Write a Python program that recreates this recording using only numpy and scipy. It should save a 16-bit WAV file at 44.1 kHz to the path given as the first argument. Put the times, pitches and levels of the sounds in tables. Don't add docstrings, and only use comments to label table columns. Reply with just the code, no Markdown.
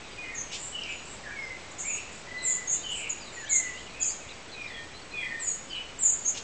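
import sys
import numpy as np
from scipy import signal
from scipy.fft import rfft, irfft
from scipy.io import wavfile
from scipy.ndimage import uniform_filter1d

SR = 44100
rng = np.random.default_rng(int(sys.argv[2]) if len(sys.argv) > 2 else 0)


def linear_from_db(decibels):
    return 10 ** (np.asarray(decibels, float) / 20)


def dump_mix(stems):
    frames = np.atleast_2d(stems).T
    limited = np.clip(frames, -1, 1)
    pcm = np.round(limited * 32767).astype(np.int16)
    wavfile.write(sys.argv[1], SR, pcm)


N = 283563
RATE_HZ = 16000


def level(x, db):
    return x * linear_from_db(db) / np.sqrt(np.mean(x ** 2))


def walk(size, rate):
    hold = int(SR / rate)
    steps = np.repeat(rng.standard_normal(size // hold + 1), hold)
    return 1.3 * uniform_filter1d(uniform_filter1d(steps, hold), hold)[:size]


def resonance(x, hz, width):
    return signal.lfilter(*signal.iirpeak(hz, hz / width, SR), x)


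def add(track, s, sound):
    i = int(s * SR)
    track[i:i + len(sound)] += sound[:len(track) - i]


def syrinx(notes, buzz_hz, uneven, chaos, throb, flutter_db, second_db, edge):
    out = np.zeros(N)
    for note in notes:
        s, *columns = np.transpose(note)
        t = s[0] + np.arange(int((s[-1] - s[0]) * SR)) / SR
        hz, db, swing_hz = (np.interp(t, s, column) for column in columns)
        swing_hz = np.abs(swing_hz)
        drift, shake, flutter = (walk(SR // 2, rate)[:len(t)] for rate in (90, 500, 130))
        buzz = np.cumsum(buzz_hz * (1 + uneven * drift)) * 2 * np.pi / SR
        wobble = np.sin(buzz) - 0.26 * np.cos(2 * buzz) + chaos * np.tanh(shake)
        phase = np.cumsum(hz + swing_hz * wobble) * 2 * np.pi / SR
        tone = np.sin(phase) + linear_from_db(second_db) * np.sin(2 * phase)
        depth = np.clip(throb * swing_hz / 300, 0, .9)
        ends = np.clip(np.minimum(t - s[0], s[-1] - t) / edge, 0, 1)
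        strength = np.sqrt(2) * linear_from_db(db + flutter_db * flutter) * ends
        add(out, s[0], strength * (1 + depth * np.cos(buzz)) * tone)
    return out


def calls(rows, habit):
    glide, sag_hz, attack, hold, first_db, last_db, swing_hz, clean = habit
    u = np.linspace(0, 1, num=40)
    notes = []
    for s, length, first_hz, last_hz, db in rows:
        done = np.expm1(-u * length / glide) / np.expm1(-length / glide)
        hz = first_hz + (last_hz - first_hz) * done - sag_hz * np.sin(np.pi * u)
        shape = np.interp(u, [0, attack, min(attack + hold, .95), 1], [first_db, 0, 0, last_db])
        swing = swing_hz * np.clip(u * length / clean, 0, 1)
        notes.append(np.transpose([s + u * length, hz, db + shape, swing]))
    return notes


def slides(rows):
    notes = []
    for s, length, first_hz, middle_hz, last_hz, db in rows:
        start, middle = (s, first_hz, db - 3, 0), (s + length / 2, middle_hz, db, 0)
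        notes.append([start, middle, (s + length, last_hz, db - 4, 0)])
    return syrinx(notes, 100, 0, 0, 0, 0.87, -43, 0.0097)


def echoes(x, early_db, early_t60, late_db, late_t60, gap):
    t = np.arange(SR) / SR
    early = rng.standard_normal(SR) * linear_from_db(3 * walk(SR, 400) - 60 * t / early_t60) * (t > gap)
    late = rng.standard_normal(SR) * linear_from_db(-60 * t / late_t60) * (1 - np.exp(-t / .02))
    cloud = sum(c * linear_from_db(db) / np.sqrt(np.sum(c ** 2)) for c, db in ((early, early_db), (late, late_db)))
    return x + signal.fftconvolve(x, cloud)[:N]


# pitch in Hz, strength in dB per Hz.
HUM_COLOUR = [(12, -30), (20, -4.5), (29, -17.5), (48, -7), (75, -9.5), (249, -12), (453, -11),
              (1620, -16.5), (2180, -16), (4850, -23.5), (7240, -23.5), (7800, -22.5), (10100, -59.5),
              (17200, -120)]
# time in seconds, hum level in dB, distant chorus level in dB.
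BACKGROUND = [
    (0.0, -48.5, -57.5),
    (1.93, -48, -64),
    (4.03, -49, -55.5),
    (4.21, -49, -55.5),
    (4.62, -49.5, -59.5),
    (6.43, -49, -65),
]


def hum():
    hz = np.fft.rfftfreq(N + 1, 1 / SR)
    colour_hz, colour_db = np.transpose(HUM_COLOUR[1:-1])
    colour = linear_from_db(np.interp(np.log(hz + 1), np.log(colour_hz), colour_db)) * (hz < RATE_HZ / 2) * (hz > 18)
    noise = irfft(rfft(rng.standard_normal(N + 1)) * colour)[:N]
    whine_hz = 7868 + 6 * walk(N, 66)
    whine = np.sin(np.cumsum(whine_hz) * 2 * np.pi / SR) * linear_from_db(0.97 * walk(N, 38))
    s, swell_db, _ = np.transpose(BACKGROUND)
    swell = linear_from_db(np.interp(np.arange(N) / SR, s, swell_db))
    return level(noise, 5.1) * swell + level(whine, -60.5)


def chorus(count=340):
    when, long, pitch, bend, size = rng.random((count, 5)).T
    hz = 2200 + 2600 * pitch ** 1.6
    first_hz, last_hz = hz * (1.05 + .15 * bend), hz * (.97 - .12 * bend)
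    rows = np.transpose([when * N / SR, .015 + .04 * long, first_hz, hz, last_hz, -8 * size])
    s, _, db = np.transpose(BACKGROUND)
    return level(slides(rows), 0) * linear_from_db(np.interp(np.arange(N) / SR, s, db))


# start and length in seconds, first and last
# pitch in Hz, level in dB.
WHISTLES = [(.14, .06, 2860, 2910, -55), (.23, .07, 2990, 2840, -55), (.47, .08, 2930, 2990, -55),
            (.62, .08, 2800, 3000, -51), (2.73, .07, 2864, 2924, -51), (3.36, .035, 1960, 1860, -45),
            (4.54, .14, 2540, 2353, -39), (4.69, .12, 3600, 3100, -47), (5.115, .14, 2520, 2380, -34.5),
            (5.14, .13, 3550, 3130, -46), (5.52, .14, 2960, 3000, -57)]
# start and length in seconds, first and last pitch in Hz, level in dB.
SLURS = [
    (1.31, .24, 2410, 2030, -40),
    (3.47, .27, 2350, 1950, -38),
]
# start and length in seconds, first and last pitch in Hz, level in dB.
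DIPS = [
    (.22, .14, 2150, 2190, -43),
    (1.23, .11, 1957, 1720, -42),
    (3.4, .1, 1910, 1770, -44),
    (4.63, .15, 2250, 2020, -45),
    (5.19, .14, 2250, 2080, -39),
    (2.37, .08, 4180, 4120, -44),
]
# start and length in seconds, first and last pitch in Hz, level in dB.
WARBLES = [
    (.72, .14, 3050, 2910, -37),
    (1.37, .13, 5780, 5100, -57),
    (2.26, .04, 1840, 2050, -46),
    (2.83, .14, 3170, 2950, -35.5),
    (3.93, .11, 2450, 2540, -44),
    (5.695, .12, 3150, 2960, -38),
]
# start and length in seconds, first and last pitch in Hz, level in dB.
TRILLS = [
    (.82, .16, 2450, 2620, -39),
    (2.94, .18, 2530, 2520, -37),
    (5.7, .14, 2750, 2550, -43),
]
# start and length in seconds, first and last pitch in Hz, level in dB.
PIPS = [
    (.17, .09, 2480, 2450, -36),
    (.31, .11, 1870, 1830, -44),
    (4.74, .13, 1820, 1850, -46),
    (5.3, .14, 1840, 1850, -37),
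]
# start and length in seconds, first and last pitch in Hz, level in dB.
SWOOPS = [
    (1.83, .19, 2080, 2640, -38.5),
]
# start and length in seconds, first and last pitch in Hz, level in dB.
ARCHES = [
    (2.28, .36, 1950, 1955, -39.5),
]
# glide in seconds, sag in Hz, attack and hold as shares of the
# note, first and last level in dB, buzz swing in Hz, clean start in seconds.
WHISTLE = (.3, 0, .4, .25, -11, -8, 55, .05)
SLUR = (.1, 0, .3, .25, -10, -10, 35, .05)
DIP = (.06, 130, .3, .4, -6, -7, 105, .01)
WARBLE = (.025, 0, .5, .25, -6, -7, 120, .06)
TRILL = (.12, 0, .45, .2, -12, -10, 280, .04)
PIP = (.1, 0, .2, .15, -4, -17, 10, .05)
SWOOP = (.07, 0, .2, .3, -12, -7, 200, .08)
ARCH = (.03, -70, .35, .3, -7, -8, 10, .05)


def thrush():
    kinds = (WHISTLES, SLURS, DIPS, WARBLES, TRILLS, PIPS, SWOOPS, ARCHES)
    habits = (WHISTLE, SLUR, DIP, WARBLE, TRILL, PIP, SWOOP, ARCH)
    return syrinx(sum(map(calls, kinds, habits), []), 170, .3, .3, .3, 3, -40, .01)


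# start and length in seconds, first and last pitch in Hz, level in dB.
THIN_FLICKS = [
    (.345, .095, 7870, 6480, -33.5),
    (3.091, .022, 8180, 6700, -25),
]
# start and length in seconds, first and last pitch in Hz, level in dB.
FLICKS = [
    (3.491, .12, 8300, 6900, -23),
    (3.995, .13, 8300, 6900, -27),
]
# start and length in seconds, first and last pitch in Hz, level in dB.
SEEPS = [
    (.875, .165, 7530, 6850, -49),
    (1.85, .125, 7700, 6640, -34),
    (3.32, .13, 7430, 6850, -46),
    (5.395, .15, 8100, 6680, -32),
]
# start and length in seconds, first and last pitch in Hz, level in dB.
ZEETS = [
    (2.418, .157, 8700, 7100, -24.5),
    (5.987, .163, 9000, 7000, -22),
]
# start and length in seconds, first and last pitch in Hz, level in dB.
BUZZES = [
    (.555, .19, 6550, 7700, -39),
    (2.672, .1, 6450, 6950, -26.5),
    (2.88, .05, 6300, 7500, -42),
    (6.246, .072, 6250, 6850, -23),
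]
# start and length in seconds, first and last pitch in Hz, level in dB.
RATTLES = [
    (1.05, .12, 7500, 7900, -49),
    (1.705, .02, 7100, 7270, -47),
    (1.78, .065, 7000, 6900, -37),
    (1.9, .1, 7600, 7300, -43),
    (2.11, .09, 7300, 7450, -52),
    (2.91, .13, 7900, 7600, -41),
    (5.44, .13, 7600, 7500, -41),
]
# glide in seconds, sag in Hz, attack and hold as shares of the
# call, first and last level in dB, buzz swing in Hz, clean start in seconds.
THIN_FLICK = (.006, 0, .55, .2, -7, -13, 260, .025)
FLICK = (.006, 0, .35, .2, -9, -9, 480, .05)
SEEP = (.045, 0, .2, .55, -4, -6, 110, .03)
ZEET = (.024, 0, .33, .22, -16, -9, 370, .1)
BUZZ = (.03, 0, .25, .35, -14, -13, 470, .05)
RATTLE = (.05, 0, .3, .4, -3, -5, 560, .01)


def finches():
    kinds = (FLICKS, THIN_FLICKS, SEEPS, ZEETS, BUZZES, RATTLES)
    habits = (FLICK, THIN_FLICK, SEEP, ZEET, BUZZ, RATTLE)
    return syrinx(sum(map(calls, kinds, habits), []), 245, .22, .2, .42, 2.5, -60, .004)


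# start and length in seconds, first and last pitch in Hz, level in dB.
RASPS = [
    (.512, .08, 2695, 3100, -41),
    (.515, .07, 3800, 4000, -45),
    (6.338, .062, 2790, 3150, -41),
    (6.345, .065, 4300, 4400, -46),
]
# glide in seconds, sag in Hz, attack and hold as shares of the call,
# first and last level in dB, buzz swing in Hz, clean start in seconds.
RASP = (.1, 0, .3, .3, -3, -12, 620, .02)
# start in seconds, peak level in dB.
SNAPS = [
    (0.7977, -38.5),
    (0.8137, -33),
    (0.8355, -26),
    (.865, -36),
    (.893, -38),
    (0.9244, -34),
    (0.9524, -38),
]


def sparrow():
    out = syrinx(calls(RASPS, RASP), 480, .2, .4, .2, 2.5, -1.5, .008)
    t = np.arange(SR // 100) / SR
    for s, db in SNAPS:
        click = 2.5 * rng.standard_normal(len(t))
        ring = resonance(resonance(click, 5400, 1500), 5400, 1500)
        add(out, s, linear_from_db(db) * np.exp(-t / .002) * ring)
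    return out


# start and length in seconds, first and last pitch in Hz, level in dB.
FALLS = [(3.43, .069, 6300, 5850, -52), (4.6, .097, 5870, 5250, -57), (5.29, .025, 4700, 4100, -52),
         (2.498, .06, 3500, 3300, -51.5), (2.82, .031, 5100, 4370, -49), (2.875, .072, 3520, 3360, -48.5),
         (3.2, .047, 5250, 4400, -46), (3.25, .062, 4160, 3630, -48), (3.377, .043, 3150, 2500, -50.5),
         (3.504, .015, 4800, 3700, -38), (3.553, .028, 4400, 3800, -46), (3.669, .03, 2900, 2470, -48.5),
         (3.855, .033, 3130, 2770, -47), (4.007, .025, 3460, 3220, -45), (4.296, .031, 4270, 3580, -44),
         (4.49, .023, 3570, 3380, -47), (4.513, .046, 4600, 3720, -44), (4.83, .022, 4810, 4200, -51),
         (5.009, .025, 4850, 4250, -48), (5.397, .016, 4650, 3850, -52), (5.456, .04, 5200, 4600, -53),
         (5.69, .05, 5400, 4200, -48), (5.747, .037, 4300, 3680, -47)]
# start and length in seconds, first and last pitch in Hz, level in dB.
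RISES = [(1.93, .12, 5560, 5500, -59), (2.733, .11, 3520, 3800, -50.5), (2.758, .07, 4000, 4040, -54),
         (3.44, .069, 2660, 4800, -45.5), (3.732, .077, 2700, 3370, -46), (4.013, .042, 4710, 5500, -43.5),
         (4.082, .045, 4400, 5530, -43), (4.285, .014, 3250, 4200, -39), (4.665, .025, 3600, 4400, -43),
         (4.93, .059, 3940, 4400, -48.5), (5.102, .028, 4160, 4040, -50), (5.5, .04, 4150, 4550, -52)]


def chips():
    rows = []
    for kind, midway in ((FALLS, .65), (RISES, .28)):
        for s, length, first_hz, last_hz, db in kind:
            middle_hz = first_hz + midway * (last_hz - first_hz)
            rows.append((s, length, first_hz, middle_hz, last_hz, db))
    return slides(rows)


def scene():
    distant = echoes(chorus(), 2, .2, 2, .7, .005)
    far = echoes(thrush(), -1.5, .3, -5, .8, .005)
    near = echoes(finches(), -2.5, .2, -11, .7, .003)
    small = echoes(chips() + sparrow(), -5, .12, -11, .6, .005)
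    return (near + far + small + distant + hum())[None]


def low_pass(x):
    return signal.sosfilt(signal.butter(12, 9110, fs=SR, output="sos"), x)


# pitch in Hz, gain in dB.
SMOOTHING = [(7000, -2), (7800, -4.5), (8150, -8), (8500, -19), (8850, -32.5), (9050, -39), (9150, -90)]


def record(dry):
    size = SR * (N // SR + 1)
    hz = np.fft.rfftfreq(size, 1 / SR)
    top = RATE_HZ * size // SR
    spectrum = rfft(dry[0], size) * (hz < RATE_HZ * .75)
    spectrum[:top + 1] = spectrum[:top + 1] + np.conj(spectrum[top::-1])
    smoothing = linear_from_db(np.interp(hz, *np.transpose(SMOOTHING)))
    heard = irfft(spectrum * smoothing, size)[:N]
    mix = heard[None] - .0024
    return low_pass(mix)


dry = scene()
out = record(dry)
dump_mix(out)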